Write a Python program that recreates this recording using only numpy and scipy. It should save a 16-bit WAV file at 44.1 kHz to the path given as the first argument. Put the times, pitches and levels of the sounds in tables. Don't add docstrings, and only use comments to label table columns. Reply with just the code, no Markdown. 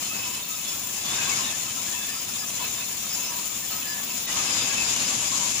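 import sys
import numpy as np
from scipy import signal
from scipy.fft import rfft, irfft, next_fast_len
from scipy.io import wavfile

SR = 44100
rng = np.random.default_rng(int(sys.argv[2]) if len(sys.argv) > 2 else 0)


def output_pcm(signal):
    pcm = np.clip(np.atleast_2d(signal).T, -1, 1) * 32767
    wavfile.write(sys.argv[1], SR, np.round(pcm).astype(np.int16))


N = 246959
HZ = np.arange(N // 2 + 1) * SR / N + 1e-3
CUTOFF_HZ = 15480

# (frequency [Hz], width [Hz], level before swell and flicker [dB], left-right difference [dB])
RESONANCES = [(980.5, 34, -54, -5.5), (1065, 29, -59.5, 12), (1135, 12, -59, -0.5), (1277, 16, -65, -11),
              (1720, 9.3, -59, -17), (2622, 75, -48, 1), (2976, 110, -53.5, 6), (3398, 45, -53, 20),
              (3640, 240, -50.5, -12), (4207, 100, -53.5, 3), (5094, 35, -49.5, 7), (5204, 130, -54.5, 8),
              (5950, 120, -86, -20)]


def from_db(db):
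    return 10 ** (np.asarray(db) / 20)


def rms_one(x):
    return x / np.sqrt(np.mean(x ** 2) + 1e-20)


def at_hz(points, hz):
    point_hz, value = np.array(points).T
    return np.interp(np.log(hz), np.log(point_hz), value)


def in_time(rows):
    s, *columns = np.transpose(rows)
    return [np.interp(np.arange(N) / SR, s, c) for c in columns]


def sides(pan_db):
    pair = from_db(np.array([[pan_db / 2], [-pan_db / 2]]))
    return rms_one(pair)


def drift(rate_hz):
    r = np.exp(-80 * np.pi * rate_hz / SR)
    noise = rng.standard_normal(N // 40 + 2002)
    slow = signal.lfilter([1], [1, -2 * r, r * r], noise)[2000:]
    return np.interp(np.arange(N) / 40, np.arange(len(slow)), rms_one(slow))


def stereo_noise():
    # (frequency [Hz], likeness [0 to 1])
    likeness = [(40, 0.86), (200, 0.86), (450, 0.52), (700, 0.39), (1000, 0.0048), (2500, 0.16),
                (3500, 0.016), (15000, 0.012)]
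    mid, side = rfft(rng.standard_normal((2, N)))
    alike = np.clip(at_hz(likeness, HZ), 0, 1)
    return np.sqrt((1 + alike) / 2) * mid + np.sqrt((1 - alike) / 2) * side * [[1], [-1]]


def resonate(x, hz, width_hz):
    r = np.exp(-np.pi * width_hz / np.sqrt(np.sqrt(2) - 1) / SR)
    for _ in range(2):
        x = signal.lfilter([1, 0, -1], [1, -2 * r * np.cos(2 * np.pi * hz / SR), r * r], x)
    return rms_one(x)


def waver(size, hz, width_hz):
    tone = signal.hilbert(resonate(rng.standard_normal(size), hz, width_hz))
    return tone / np.abs(tone) ** .6


def add(out, s, length, hz, level_db, pan_db):
    width_hz = 42
    start = int(s * SR)
    size = min(int(length * SR), SR // 4 + SR // 8)
    tone = waver(SR // 2, hz, width_hz)[-size:]
    tone = tone * signal.windows.tukey(size, .6)
    pair = from_db(level_db) * sides(pan_db) * [tone.real, tone.imag]
    out[:, start:start + size] += pair[:, :N - start]


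def running_saw(swells_db, shared_db, own_db, rasp_db):
    # (frequency [Hz], density [dB per Hz])
    left_colour = [(30, -86), (110, -70), (310, -72), (420, -77), (1000, -72), (1450, -76), (1900, -75.5),
                   (2350, -70), (4600, -71.5), (5600, -69), (7150, -57), (7900, -71.5), (9500, -80),
                   (11200, -85), (13900, -87)]
    right_colour = [(30, -85), (110, -70.5), (310, -72), (420, -77), (1000, -72.5), (1450, -76),
                    (1900, -75.5), (2350, -71), (4600, -73.5), (5900, -72), (8200, -79), (9700, -70.6),
                    (11700, -72), (12900, -83), (13900, -87)]
    layer_hz = [200, 1500, 6800, 10500]
    colour = from_db([at_hz(left_colour, HZ), at_hz(right_colour, HZ)]) * np.sqrt(SR / 2)
    spectrum, out = colour * stereo_noise(), 0
    throb = shared_db * drift(17.0) + rasp_db * drift(30.0)
    centres = np.geomspace(40, 15000, 36)
    place = np.interp(np.log(HZ), np.log(centres), np.arange(36))
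    for k, hz in enumerate(centres):
        share = np.clip(1 - np.abs(place - k), 0, 1)
        layer = np.interp(np.log(hz), np.log(layer_hz), np.arange(4))
        swell = sum(max(0, 1 - abs(layer - j)) * s for j, s in enumerate(swells_db))
        flicker = min(1, hz / 1000) * np.array([drift(9.9), drift(14.0)])
        band = irfft(spectrum * share, N)
        out = out + from_db(swell + throb + own_db * flicker) * band
    return out


def squeals():
    # (start [s], length [s], pitch [Hz], level [dB], left-right difference [dB])
    squeal_rows = [(0.0, 0.08, 1250, -43.5, 14), (0.048, 0.26, 2602, -35.5, -3),
                   (0.219, 0.22, 998, -43, -11), (0.491, 0.078, 1270, -42, 28), (0.5, 0.072, 3660, -39, -4),
                   (0.64, 0.08, 3410, -35.5, -26), (0.66, 0.092, 5140, -38, 4),
                   (0.988, 0.065, 5038, -43, 13), (1.062, 0.07, 3440, -32.5, -1),
                   (1.093, 0.11, 3640, -34, -6), (1.154, 0.16, 1583, -37, 5), (1.204, 0.045, 2515, -31, 5),
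                   (1.251, 0.11, 1093, -37, 10.5), (1.307, 0.043, 2190, -29, 15),
                   (1.369, 0.062, 5030, -38, 13.1), (1.429, 0.039, 3740, -34, 0),
                   (1.484, 0.064, 2630, -38, 0), (1.506, 0.068, 1747, -39.5, 15),
                   (1.925, 0.16, 2640, -40, 18), (2.012, 0.055, 3480, -35.5, -15),
                   (2.055, 0.22, 5050, -38.5, 3), (2.077, 0.08, 1753, -38.5, 5),
                   (2.371, 0.092, 5080, -37, 25), (2.467, 0.045, 5962, -33, 5),
                   (2.584, 0.068, 980, -35, 15), (2.614, 0.058, 2620, -34, 1.3),
                   (2.762, 0.063, 3637, -38, -11), (2.788, 0.063, 2610, -36.5, -7),
                   (2.985, 0.093, 5900, -36, 19), (3.088, 0.086, 5090, -32.5, -0.8),
                   (3.189, 0.13, 2655, -40.5, -7), (3.206, 0.14, 5140, -36, -27),
                   (3.249, 0.069, 5967, -34, 12), (3.252, 0.19, 977, -39.5, -2),
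                   (3.41, 0.16, 1250, -48, 23), (3.524, 0.095, 5100, -43, 13.5),
                   (3.69, 0.14, 1284, -41, -31), (3.81, 0.24, 1720, -38, -28), (3.852, 0.11, 5020, -36, 14),
                   (4.012, 0.081, 5000, -42, 14), (4.262, 0.06, 1960, -37, 12),
                   (4.366, 0.06, 1250, -35.5, 11), (4.429, 0.28, 5030, -31, 33),
                   (4.467, 0.14, 3620, -37, -13), (4.609, 0.056, 3620, -34, -14),
                   (4.761, 0.086, 2610, -27.5, 3), (4.781, 0.19, 4970, -33, 12.9),
                   (5.04, 0.055, 5060, -32, 10), (5.233, 0.087, 5060, -33, 29),
                   (5.302, 0.094, 1073, -33.5, -5), (5.376, 0.14, 982, -36, 0),
                   (5.46, 0.077, 5000, -39, 21)]
    out = np.zeros((2, N))
    for row in squeal_rows:
        add(out, *row)
    return out


def blade_modes(swell_db, flicker_db):
    out, white = 0, [irfft(stereo_noise(), N) for _ in range(2)]
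    for k, (hz, width_hz, level_db, pan_db) in enumerate(RESONANCES):
        spurts = drift(11.0) + np.array([drift(11.0), drift(11.0)])
        ring = resonate(white[k % 2], hz, width_hz)
        out = out + from_db(level_db + flicker_db * spurts) * sides(pan_db) * ring
    return from_db(swell_db) * out


def chirrups(swell_db, level_db, count):
    spread = .04
    out = np.zeros((2, N))
    for when, long, which, off, loud, pan in rng.random((count, 6)):
        row = int(len(RESONANCES) * np.sqrt(which))
        hz = RESONANCES[row][0] * (1 + spread * (2 * off - 1))
        add(out, when * N / SR, .03 + .04 * long, hz, level_db + 10.0 * loud, 24 * (pan - .5))
    return from_db(swell_db) * out


def teeth(level_db, grain_db):
    # (frequency [Hz], relative level [dB])
    left_sizzle = [(13900, -30), (14300, -11), (14900, -5), (15420, 0)]
    right_sizzle = [(13900, -30), (14250, -14), (14900, -13), (15420, -10)]
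    grains = from_db(grain_db * (drift(130.0) + .4 * drift(20.0)))
    near, own = rng.standard_normal(N), rng.standard_normal((2, N))
    colour = from_db([at_hz(left_sizzle, HZ), at_hz(right_sizzle, HZ)])
    colour = colour * (HZ > left_sizzle[0][0]) * (HZ < CUTOFF_HZ)
    sizzle = irfft(rfft(grains * (.9 * near + own)) * colour, N)
    return from_db(level_db) * rms_one(sizzle)


def motor(swell_db):
    hum_hz, width_hz, level_db = 206, 41, -52
    hum = waver(next_fast_len(N), hum_hz, width_hz)[:N].real
    return from_db(level_db + swell_db) * rms_one(hum)


def scene():
    # (time [s], level [dB])
    roar_curve = [(0.0, -37.5), (0.11, -39.5), (0.12, -35.5), (0.61, -42), (0.65, -39), (1.01, -40),
                  (1.14, -30.5), (1.51, -33.5), (1.56, -37), (2.54, -39.5), (2.65, -32.5), (2.7, -39.5),
                  (2.82, -35), (2.85, -40), (3.23, -38), (3.66, -40.5), (3.7, -37.5), (4.27, -38),
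                  (4.29, -32.5), (4.41, -30), (5.54, -35), (5.6, -34.5)]
    # (time [s], level [dB])
    hiss_curve = [(0.0, -38), (0.03, -36), (0.08, -35), (0.39, -37), (0.48, -40.5), (0.51, -37),
                  (0.89, -36.5), (1.36, -30.5), (1.53, -34), (2.54, -36), (2.57, -34), (2.92, -37.5),
                  (3.12, -35), (4.09, -37.5), (4.18, -33), (4.26, -38), (4.31, -30.5), (5.6, -29)]
    # (time [s], level [dB])
    bite_curve = [(0.0, -39), (0.09, -39), (0.9, -37.5), (1.23, -43), (2.2, -37), (3.46, -37), (3.52, -38),
                  (3.57, -40), (3.65, -35), (4.2, -37.5), (4.26, -34), (4.27, -48), (4.32, -38),
                  (4.37, -45.5), (5.58, -46.5), (5.6, -52)]
    wheel_hz, wheel_throb_db = 16.0, 0.5
    teeth_db, = in_time(bite_curve)
    curves = in_time(roar_curve) + in_time(hiss_curve) + [teeth_db]
    roar, hiss, bite = [c - c.mean() for c in curves]
    rumble = 0.37 * roar + 0.43 * hiss
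    air = 0.51 * hiss + 0.26 * bite
    catches = 0.45 * roar
    rumble = rumble + wheel_throb_db * np.sin(2 * np.pi * wheel_hz * np.arange(N) / SR)
    broad = running_saw([rumble, roar, hiss, air], shared_db=0.1, own_db=0.81, rasp_db=0.94)
    blade = squeals() + blade_modes(roar, flicker_db=3.0)
    blade = blade + chirrups(catches, level_db=-47.5, count=240)
    sizzle = teeth(teeth_db, grain_db=2.8)
    return broad + blade + sizzle + motor(rumble)


def record(dry):
    return signal.sosfilt(signal.ellip(14, .3, 75, CUTOFF_HZ, fs=SR, output="sos"), dry)


dry = scene()
out = record(dry)
output_pcm(out)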